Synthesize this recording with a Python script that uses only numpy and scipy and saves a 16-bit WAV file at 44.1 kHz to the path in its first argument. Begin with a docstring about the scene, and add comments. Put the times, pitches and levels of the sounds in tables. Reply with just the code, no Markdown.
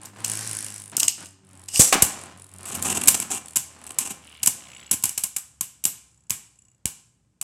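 """In a small carpeted room, two toy spinning tops battle in a thin plastic arena, heard from above.
One top hums, rolls and ticks as its leaning rim touches down. The second is clicked onto a launcher,
spun up with a toothed rip cord and dropped in. The tops rattle along the wall and clash, more and more
rarely as they slow. The arena and the room ring after each clack."""
import sys
import numpy as np
from scipy import signal
from scipy.fft import rfft, irfft
from scipy.io import wavfile
from scipy.ndimage import uniform_filter1d

SR = 44100
rng = np.random.default_rng(int(sys.argv[2]) if len(sys.argv) > 2 else 0)


def wav_out(sig):
    """Save sig, one row per channel (or a flat mono array), as 16-bit PCM at SR to the path in sys.argv[1]."""
    wavfile.write(sys.argv[1], SR, np.round(np.clip(np.atleast_2d(sig).T, -1, 1) * 32767).astype(np.int16))


N = 327646
T = np.arange(N) / SR  # time of each sample [s]

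# Levels in all tables are relative. Tilt adds treble, in dB per decade (a tenfold rise in pitch).
# the second top landing and bouncing: (time [s], level [dB], tilt [dB/decade], chatter [ms])
LANDING_BLOWS = [(1.9248, -9.5, 10, 8.5), (1.935, -21.5, -23.5, 3.2), (1.953, -16.5, -9, 4.7)]
# the tops hitting each other or the wall: (time [s], level [dB], tilt [dB/decade], chatter [ms])
CLASH_BLOWS = [(2.0216, 4, -3.5, 6.7), (2.658, -20.5, 7, 1.6), (2.75, -16.5, 0, 5), (2.824, -13.5, -0.5, 5),
               (2.835, -16, 6, 2.1), (3.037, -17.5, 5, 4.5), (3.0737, -2, -3, 3.9),
               (3.0812, 4.5, -2.5, 8.9), (3.173, -20, 6, 3), (3.2004, -8, -6, 2),
               (3.5575, -9.5, -2.5, 11.5), (3.5689, -6, -6, 4.7), (3.9854, -5.5, -2, 5.1),
               (4.107, -21.5, -11, 6.3), (4.4304, -9.5, -4.5, 7.3), (4.4596, -5.5, 0.5, 5),
               (4.4716, -3.5, -3.5, 7.9), (4.9116, -6.5, -4.5, 6.2), (4.9269, -16.5, -10, 18.5),
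               (5.0251, -20, 0, 2.7), (5.037, -6, -3.5, 7.8), (5.054, -8, -2, 4.9), (5.0921, -15, -3, 4.8),
               (5.1765, -9.5, -2.5, 6.6), (5.236, -9, -0.5, 6.8), (5.3633, -10.5, -0.5, 6.9),
               (5.6088, -9, -4, 5.7), (5.839, -12, 1, 4.9), (5.852, -2.5, -5, 4.65), (6.2965, -19, -2, 4.2),
               (6.305, -4.5, -6.5, 3.04), (6.8555, -5, -7, 2.44), (7.413, -11, -3, 3.2)]
# tone of plastic rolling or shifting on plastic: (frequency [Hz], level [dB])
ROLL_TONE = [(60, -28), (130, -3), (230, -0.5), (400, -7.5), (800, -5), (1400, -7.5), (2700, -13.5),
             (4000, -17.5), (8500, -19.5), (15500, -46)]
# tone of the launcher's gears: (frequency [Hz], level [dB])
GEAR_TONE = [(88, -43.5), (150, -18), (341, -19), (494, -18.5), (689, -18.5), (774, -10.5), (979, -21.5),
             (4080, -16), (7770, -1), (11900, -12), (16000, -33.5)]
# tone of a top dropping on the dish, the arena's floor: (frequency [Hz], level [dB])
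LANDING_TONE = [(80, -29), (200, -2), (420, -1.5), (620, -4), (802, 4), (950, -4.5), (1100, 0), (1400, -5),
                (2100, -7.5), (2650, -9), (4400, -18), (8200, -15.5), (16000, -38)]
# notes at which the launcher's body rings: (pitch [Hz], width [Hz], level [dB])
LAUNCHER_NOTES = [(2870, 150, 1.5), (5120, 410, -1.5), (8340, 180, -5.5)]


def undb(db):
    """Turn decibels into a factor to multiply by."""
    return 10 ** (np.asarray(db) / 20)


def unit(x):
    """Scale a signal to an average power of 1."""
    return x / np.sqrt(np.mean(x ** 2) + 1e-18)


def curve(rows, column=1):
    """One column of a table, joined by straight lines in time."""
    rows = np.array(rows)
    return np.interp(T, rows[:, 0], rows[:, column])


def add(out, start, x):
    """Mix x into out from a start time in seconds."""
    i = int(np.clip(start * SR, 0, N - 1))
    out[i:i + len(x)] += x[:N - i]


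def swell(start, rise, fall, db, depth_db):
    """A gain that arches up by depth_db to a crest and down again, silent outside."""
    from_crest = T - start - rise
    away = np.where(from_crest < 0, -from_crest / max(rise, 1e-3), from_crest / max(fall, 1e-3))
    return (away <= 1) * undb(db - depth_db * np.minimum(away, 1) ** 2)


def colour(x, tone, tilt_db=0, size=2048):
    """Filter x to follow a tone table; white noise would keep its power."""
    hz, db = np.transpose(tone)
    decades = np.log10(np.maximum(np.fft.rfftfreq(size, 1 / SR), 10))
    gains = undb(np.interp(decades, np.log10(hz), db) + tilt_db * decades)
    # folding the second half onto the first makes the filter ring only after a hit
    cepstrum = irfft(np.log(gains))
    cepstrum[1:size // 2] *= 2
    cepstrum[size // 2 + 1:] = 0
    response = irfft(np.exp(rfft(cepstrum)))
    return signal.fftconvolve(x, response / np.linalg.norm(response))[:len(x)]


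def resonate(x, notes):
    """An object shaken by x rings at its own notes; narrow ones ring longest."""
    return sum(undb(db) * signal.lfilter(*signal.iirpeak(hz, hz / width, fs=SR), x)
               for hz, width, db in notes)


def reflections(split_hz=9000):
    """Quick echoes from the arena and floor, then a short room tail whose treble dies first."""
    t = T[:SR // 2]

    def tail(noise, delay_s, fade_s):
        """Noise that starts after a delay and drops 60 dB in fade_s."""
        shape = (t > delay_s) * np.exp(-np.log(1000) * t / fade_s)
        return noise * shape / np.linalg.norm(shape)

    near, far = rng.standard_normal((2, len(t)))
    walls = np.arange(0, t[-1], .0015)  # the first echoes come in clumps, wall by wall
    near = unit(near * undb(4 * np.interp(t, walls, rng.standard_normal(len(walls)))))
    low = signal.sosfiltfilt(signal.butter(2, split_hz, fs=SR, output="sos"), far)
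    room_tail = tail(low, .0083, fade_s=.53) + tail(far - low, .0083, fade_s=.2)
    return undb(-8) * (tail(near, .0059, fade_s=.17) + room_tail)


def room(x, echo_db):
    """A sound together with its echoes."""
    return x + undb(echo_db) * signal.fftconvolve(x, reflections())[:N]


def grit(per_s, spread_db):
    """Many tiny contacts of uneven size, at random times."""
    sizes = rng.choice([-1, 1], N) * undb(spread_db * rng.standard_normal(N))
    return unit(sizes * (rng.random(N) < per_s / SR))


def clacks(rows, tone, gain_db, attack_s, loose, loose_s, echo_db, uneven_db=3):
    """Each blow makes loose parts chatter briefly; it lands on a new spot, so it has its own echoes."""
    out, t = np.zeros(N), T[:SR // 2]
    contacts = np.arange(0, t[-1], .0008)
    for start, db, tilt_db, chatter_ms in rows:
        length = max(chatter_ms, .5) / 1000
        fade = np.exp(-(t / length) ** 3) + loose * np.exp(-t / loose_s)
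        # the first contact has its full force; the rebounds after it vary
        scatter = np.interp(t, contacts, rng.standard_normal(len(contacts)))
        rebounds = undb(uneven_db * scatter * np.minimum(t / length, 1))
        burst = fade * (1 - np.exp(-t / attack_s)) * rebounds * rng.choice([-1, 1], len(t))
        echoes = undb(echo_db) * np.linalg.norm(burst) * reflections()
        add(out, start, undb(db + gain_db) * colour(burst + echoes, tone, tilt_db))
    return out


def rattles(rows, tone, per_s, gain_db, click_s=.0022):
    """Parts touch again and again in bursts of quick, uneven clicks."""
    out = np.zeros(N)
    for start, length, db in rows:
        t = np.arange(int((length + .008) * SR)) / SR
        gaps, sizes = rng.uniform(.6, 1.4, size=40), undb(3.5 * rng.standard_normal(40))
        times = (np.cumsum(gaps) - gaps[0]) / per_s
        clicks = sum(size * (t >= at) * np.exp(-abs(t - at) / click_s)
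                     for at, size in zip(times, sizes) if at <= length)
        add(out, start, undb(db + gain_db) * unit(clicks) * np.sqrt(length * SR / len(t)))
    return colour(out * rng.choice([-1, 1], N), tone)


def spin(turns_per_s, since_s, drag=.0021):
    """A top's turns per second: air drag makes one turn take `drag` seconds longer every second."""
    return 1 / (1 / turns_per_s + drag * (T - since_s))


def room_air():
    """The quiet room's faint, steady rumble and hiss."""
    # tone of the background: (frequency [Hz], level [dB])
    tone = [(25, -26.5), (110, 9), (1000, -27.5), (4000, -30.5), (8000, -22), (15000, -48)]
    return undb(-67.5) * colour(rng.standard_normal(N), tone)


def rolling(speed, settle_s=4.77, fade_db_per_s=5.5, throb=.07):
    """The tips grind over the dish, throbbing twice a turn, and fade as the tops settle in the middle."""
    # a top swings out over the slope and rumbles louder: (time [s], rise [s], fall [s], level [dB])
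    swings = [(-.2, 0.28, 0.06, -48), (.08, 0.14, 0.95, -42.5), (1.399, 0.15, 0.36, -56.5),
              (1.95, 0.12, 0.47, -39.5), (2.45, 0.35, 1, -38.5), (3.5, 0.34, 1, -49.5),
              (4.35, 0.11, 0.96, -51)]
    even_roll = undb(-67 - fade_db_per_s * np.maximum(T - settle_s, 0))
    swing_power = sum(swell(*swing, depth_db=31) ** 2 for swing in swings)
    strength = undb(-2) * np.sqrt(even_roll ** 2 + swing_power)
    turns = np.cumsum(speed) / SR
    grind = grit(per_s=1400, spread_db=4.3) * (1 + throb * np.cos(4 * np.pi * turns))
    return colour(grind * strength, ROLL_TONE)


def humming():
    """A wobble shakes the dish twice a turn; the uneven dish makes the hum waver, high notes most."""
    # hum of whichever top wobbles most, at twice its spin: (time [s], pitch [Hz], level [dB])
    wobble = [(.15, 100.9, -52.5), (.33, 110.7, -43.5), (1.1, 97.7, -55), (1.7, 92.7, -54),
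              (2.3, 89.5, -54.5), (2.5, 96, -54.5), (2.8, 90, -40.5), (3.4, 84.8, -59), (4.6, 73.7, -61.5),
              (7.4, 59.1, -77.5)]
    # the notes in that hum: (multiple of the spin, level [dB])
    partials = [(2, 2), (3, -10), (4, -7), (6, -9.5), (8, -14)]
    turns = np.cumsum(curve(wobble) / 2) / SR
    knots = np.arange(0, T[-1], .05)
    hum = 0
    for multiple, db in partials:
        real, imag = (np.interp(T, knots, row) for row in rng.standard_normal((2, len(knots))))
        waver = 1 + .25 * multiple * (real + 1j * imag)  # nudges both level and pitch
        note = np.exp(2j * np.pi * (multiple * turns + rng.random()))
        hum = hum + undb(db) * unit(np.real(waver * note))
    return unit(hum) * undb(curve(wobble, column=2))


def rim_ticks(speeds, contact_s=.0033, far_side_db=-13, scatter_db=1.5):
    """A leaning rim touches once a turn, its far side more weakly; a slow top gives a thin whirr."""
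    # a top leans for a while: (time [s], which top, rise [s], fall [s], level [dB])
    leans = [(0.015, "first", 0.00089, 0.081, -47.5), (0.1486, "first", 0.07, 0.03, -49),
             (0.243, "first", 0.053, 0.18, -31), (.4555, "first", 0.0087, 0.46, -35),
             (1.165, "first", 0.036, 0.13, -48.5), (1.448, "first", 0.26, .03, -52),
             (2.169, "first", 0.061, 0.051, -45.5), (2.3743, "first", 0.0033, 0.13, -49.5),
             (2.492, "first", 0.33, 0.027, -42), (2.991, "second", 0.032, 0.12, -35.5),
             (3.458, "first", 0.0011, 0.11, -43), (3.789, "first", 0.1, 0.082, -46.5),
             (4.221, "second", 0.017, 0.28, -56), (4.653, "second", 0.037, 0.13, -49.5),
             (4.705, "second", 0.06, 0.19, -50.5), (6.083, "first", 0.0063, 0.38, -64),
             (6.525, "first", 0.087, 0.17, -59)]
    # tone of a fast top's tick: (frequency [Hz], level [dB])
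    tone = [(1000, -29.5), (3000, -19), (6000, -20.5), (7900, -5), (8700, -8), (9600, -3), (10800, -14),
            (15500, -37)]
    # thin ringing of a slow top's rim: (pitch [Hz], width [Hz], level [dB])
    whirr_notes = [(2850, 130, 0), (7150, 150, 14.5), (7767, 91, 19.5), (10400, 400, 2.5)]
    hard, soft = np.zeros((2, N))
    for start, top, rise, fall, db in leans:
        speed = speeds[top]
        turns = np.cumsum(speed * (T >= start)) / SR
        sizes = undb(scatter_db * rng.standard_normal(1000) + far_side_db * (np.arange(1000) % 2))
        touches = np.exp(-(turns % .5 / speed / contact_s) ** 2) / np.sqrt(speed * contact_s / 2)
        ticks = sizes[(2 * turns).astype(int)] * touches * swell(start, rise, fall, db, depth_db=14.5)
        hardness = np.interp(speed, [31, 37], [0, 1])  # all whirr below 31 turns a second
        hard += ticks * hardness
        soft += ticks * (1 - hardness)
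    grain = rng.choice([-1, 1], N)
    lowpass = signal.butter(4, 11000, fs=SR, output="sos")
    whirr = signal.sosfilt(lowpass, resonate(soft * grain, whirr_notes))
    return colour(hard * grain, tone) + undb(-1) * whirr


def snapping():
    """The launcher's catch clicks, or a rim nicks the wall: sharp plastic snaps that ring briefly."""
    # the snaps: (time [s], level [dB], tilt [dB/decade], chatter [ms])
    blows = [(0.0536, -21.5, 24, 6.4), (0.2448, -3.5, 10, 4.8), (0.9672, 5, 29, 2.8),
             (0.9975, -1.5, 23.5, 9.9), (1.0307, 7.5, 18.5, 2.15), (1.0802, 4, 10, 3.97),
             (1.257, -24, 11, 4.6), (1.684, -18, 2.5, 7.3), (1.7575, -2.5, 10, 2.6), (1.7932, 13, 35, 0.9)]
    # tone of a snap: (frequency [Hz], level [dB])
    tone = [(120, -56.5), (200, -16.5), (409, -21.5), (465, -36.5), (821, -9.5), (1350, -23), (2910, -2.5),
            (3490, -10.5), (5500, -5.5), (7300, -0.5), (8300, -1), (10100, -16), (11700, -11), (16000, -34)]
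    snaps = clacks(blows, tone, gain_db=-12.5, attack_s=.0012, loose=.22, loose_s=.004, echo_db=-2.5)
    return snaps + resonate(snaps, LAUNCHER_NOTES)


def rubbing():
    """The first top slides along the slope, plastic on plastic: a fine, gritty hiss."""
    # strength of the rub: (time [s], level [dB])
    rub = [(.23, -81), (.25, -41.5), (.42, -36), (.6, -41), (.8, -47.5), (.88, -75.5)]
    # tone of the hiss: (frequency [Hz], level [dB])
    tone = [(880, -69), (1500, 5.5), (3500, -6.5), (5540, 7), (9600, 1.5), (13500, -10), (16000, -34)]
    touching = uniform_filter1d(1. * ((T > rub[0][0]) & (T < rub[-1][0])), size=600)
    return colour(grit(per_s=5000, spread_db=2.5) * touching * undb(curve(rub) - 1), tone)


def fingers():
    """Fingers shift on the hollow launcher and make it rattle softly."""
    # finger movements: (time [s], length [s], level [dB])
    moves = [(.92, 0.042, -45.5), (.978, 0.0055, -35.5), (1.01, 0.041, -41), (1.18, 0.069, -48)]
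    return rattles(moves, ROLL_TONE, per_s=290, gain_db=2.5)


def rip_cord(scrape_db=-1, body_db=9):
    """The cord's teeth flick the launcher's gear ever faster: a rising zip, each tooth scraping."""
    # the pull on the cord: (time [s], speed [teeth/s], level [dB])
    pull = [(1.69, 175, -48), (1.725, 400, -38.5), (1.745, 700, -24.5), (1.76, 1100, -23),
            (1.775, 1200, -20), (1.792, 1170, -28.5)]
    hz = curve(pull)
    phase = np.cumsum(hz) / SR % 1
    flicks = unit(np.sinc((phase - .5) * SR / hz) / np.sqrt(hz))
    scrape = unit(np.exp(-((phase + .5) % 1) / .5)) * rng.standard_normal(N)
    teeth = unit(flicks + undb(scrape_db) * scrape)
    pulling = (T > pull[0][0]) & (T < pull[-1][0])
    zipping = colour(teeth * pulling * undb(curve(pull, column=2) - 4), GEAR_TONE)
    return zipping + undb(body_db) * resonate(zipping, LAUNCHER_NOTES)


def gears_stopping():
    """The launcher's gears slam to a stop and rattle."""
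    # three fading jolts: (time [s], length [s], level [dB])
    jolts = [(1.795, 0.026, -8), (1.819, 0.034, -17.5), (1.853, 0.045, -24)]
    return rattles(jolts, GEAR_TONE, per_s=380, gain_db=-.5)


def thumps(fade_cycles=.18, gain_db=-14):
    """A heavy blow pushes out one low swing that dies at once."""
    # the heaviest blows: (time [s], level [dB], pitch [Hz])
    blows = [(1.796, 6.5, 135), (2.0261, 1, 145), (3.082, -8.5, 89.5), (6.855, -9, 97.6)]
    # tone of a dull thump: (frequency [Hz], level [dB])
    tone = [(20, -29.5), (60, -4), (130, 0), (300, 0), (600, 5.5), (2000, -28.5)]
    out, t = np.zeros(N), T[:SR // 10]
    for start, db, hz in blows:
        add(out, start, undb(db + gain_db) * np.sin(2 * np.pi * hz * t) * np.exp(-hz * t / fade_cycles))
    return colour(out, tone)


def landing():
    """The second top drops onto the dish and bounces."""
    return clacks(LANDING_BLOWS, LANDING_TONE, gain_db=-2,
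                  attack_s=.00098, loose=.32, loose_s=.01, echo_db=3.5)


def clashing(rim_db=-9):
    """The tops knock together or hit the wall: their rims ring and the dish booms under them."""
    # tone of a knock: (frequency [Hz], level [dB])
    tone = [(35, -92), (60, -23), (180, -8.5), (553, -24), (1040, -11.5), (1200, -20.5), (1620, -11),
            (1950, -20.5), (2190, -9), (2840, -8.5), (4220, -11), (6430, 0), (7570, 5), (12100, 1),
            (16000, -19.5)]
    # ringing of a rim: (pitch [Hz], width [Hz], level [dB])
    rim_notes = [(2970, 110, 5), (7300, 120, 2.5), (7890, 480, 3.5), (11100, 200, -2)]
    # low boom of the dish: (pitch [Hz], width [Hz], level [dB])
    dish_notes = [(109, 13, 3.3)]
    knocks = clacks(CLASH_BLOWS, tone, gain_db=-7.7, attack_s=.0006, loose=.1, loose_s=.01, echo_db=-2.5)
    return knocks + undb(rim_db) * resonate(knocks, rim_notes) + resonate(knocks, dish_notes)


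def hops(first_gap_s=.012, shrink=.7, hop_db=-24, step_db=-3, tap_s=.0018):
    """A clash kicks a top off its tip; it hops three times, the hops getting shorter and weaker."""
    out, t = np.zeros(N), T[:SR // 100]
    for when, db, _, _ in CLASH_BLOWS:
        gap = first_gap_s
        for hop in range(3):
            when += gap * (1 + .1 * rng.standard_normal())
            tap = np.exp(-t / tap_s) * rng.choice([-1, 1], len(t))
            add(out, when, tap * undb(db + hop_db + hop * step_db + 2 * rng.standard_normal()))
            gap *= shrink
    return room(colour(out, LANDING_TONE, tilt_db=19.5), echo_db=1.5)


def wall_grinding():
    """A rim drags along the wall: an unbroken rumble that the bowl makes hollow."""
    # a circling top stays pressed to the wall: (time [s], rise [s], fall [s], level [dB])
    runs = [(2.62, 0.34, 0.41, -37), (3.295, 0.032, 0.042, -44)]
    # hollow note of the bowl: (pitch [Hz], width [Hz], level [dB])
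    bowl_notes = [(223.4, 63, 7.5)]
    pressure = sum(swell(*run, depth_db=27.5) for run in runs)
    grind = colour(grit(per_s=6000, spread_db=1) * pressure, ROLL_TONE)
    return grind / 2 + resonate(grind, bowl_notes)


def skittering():
    """A rim skips along the wall in evenly spaced, rattling bounces that grow or fade."""
    # rows of bounces: (time [s], count, gap [s], contact [s], first level [dB], step per bounce [dB])
    skips = [(2.654, 4, 0.03, 0.019, -35, 2), (2.848, 2, 0.02, 0.02, -22.5, -1),
             (2.896, 2, 0.051, 0.032, -21, -1), (3.012, 2, 0.022, 0.0055, -22.5, 1),
             (3.144, 2, 0.075, 0.009, -15, -9), (3.302, 3, 0.028, 0.026, -23.5, -3),
             (3.839, 3, 0.033, 0.0039, -41, 6.5), (4.006, 3, 0.044, 0.031, -29, -1.5)]
    # tone of the rattle: (frequency [Hz], level [dB])
    tone = [(53, -48), (90, -2.5), (139, -14.5), (224, -3), (438, -4), (510, -26), (769, -1.5), (858, -10),
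            (1020, -7), (2040, -15.5), (2710, -5), (4450, -17), (7820, 2), (12300, -12.5), (16000, -35)]
    bounces = [(start + k * gap, contact, db + k * step_db)
               for start, count, gap, contact, db, step_db in skips for k in range(count)]
    return rattles(bounces, tone, per_s=370, gain_db=-2)


def discs_ringing():
    """The tops' metal discs ring on; each strike shares its force among their notes differently."""
    # clashes that land metal on metal: (time [s], level of disc 0 [dB], level of disc 1 [dB])
    strikes = [(3.082, -27, -23), (4.475, -34, -36), (4.915, -23, -31), (5.61, -42, -37), (5.855, -42, -28),
               (6.304, -30, -35)]
    # notes of the discs: (which disc, pitch [Hz], level [dB], time to fade by 60 dB [s])
    notes = [(0, 7418, -8, .2), (0, 10300, 0, .15), (0, 10520, -3, .16), (1, 7670, -8, .3),
             (1, 11720, -4, .2), (1, 11920, 0, .22)]
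    out, t = np.zeros(N), T[:SR // 2]
    for start, *disc_db in strikes:
        for disc, hz, db, fade_s in notes:
            size = undb(disc_db[disc] + db + 2 * rng.standard_normal())
            add(out, start, size * np.sin(2 * np.pi * hz * t) * np.exp(-np.log(1000) * t / fade_s))
    return out


def squeaking(speed, slip_s=.0046, far_side_db=-2):
    """The tip slips with a short squeak twice a turn, once strongly and once weakly."""
    # the second top drifts down the slope: (time [s], rise [s], fall [s], level [dB])
    drifts = [(4.226, 0.1, 0.13, -53), (4.606, 0.13, 0.2, -50)]
    # notes of the squeak: (pitch [Hz], width [Hz], level [dB])
    notes = [(2300, 200, -2), (2850, 550, 3)]
    slips = np.zeros(N)
    for start, rise, fall, db in drifts:
        phase = np.cumsum(speed * (T >= start)) / SR % 1
        slip = np.exp(-(phase % .5 / speed / slip_s) ** 2) * undb(far_side_db * (phase >= .5))
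        slips += slip / np.sqrt(speed * slip_s) * swell(start, rise, fall, db, depth_db=7)
    squeaks = resonate(slips * rng.standard_normal(N), notes)
    return squeaks / np.std(resonate(rng.standard_normal(N), notes))


def arena_shell(x, ring_db=-3):
    """The arena's thin shell adds its own ringing to a sound."""
    # notes of the shell: (pitch [Hz], width [Hz], level [dB])
    notes = [(532, 12, -4), (790, 16, -1), (1049, 23, 3), (1254, 9.5, -3), (2360, 10, 5.5), (2754, 110, -8),
             (2870, 16, 2.5), (5850, 12, 0.5)]
    return x + undb(ring_db) * resonate(x, notes)


def scene():
    """Two tops and a launcher at the arena, in a quiet room."""
    braking = np.where(T < 4.46, 1, .815)  # a triple clash slows the second top
    speeds = {"first": spin(56.2, since_s=0), "second": spin(50, since_s=LANDING_BLOWS[0][0]) * braking}
    contact = skittering() + wall_grinding() + rolling(speeds["first"])
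    contact += rubbing() + squeaking(speeds["second"])
    running = room(contact, echo_db=-5.5) + room(rim_ticks(speeds), echo_db=-7)
    tops = clashing() + discs_ringing() + hops() + running + landing()
    launcher = snapping() + room(gears_stopping() + fingers() + rip_cord(), echo_db=-1.5)
    return (room_air() + arena_shell(tops + thumps()) + humming() + launcher)[None]


def record(dry, cutoff_hz=15850):
    """The microphone rounds off the loudest peaks and cuts the highest treble."""
    rounded = dry / (1 + dry ** 4) ** (1 / 4)
    return signal.sosfilt(signal.ellip(8, .2, 70, cutoff_hz, fs=SR, output="sos"), rounded)


dry = scene()
out = record(dry)
wav_out(out)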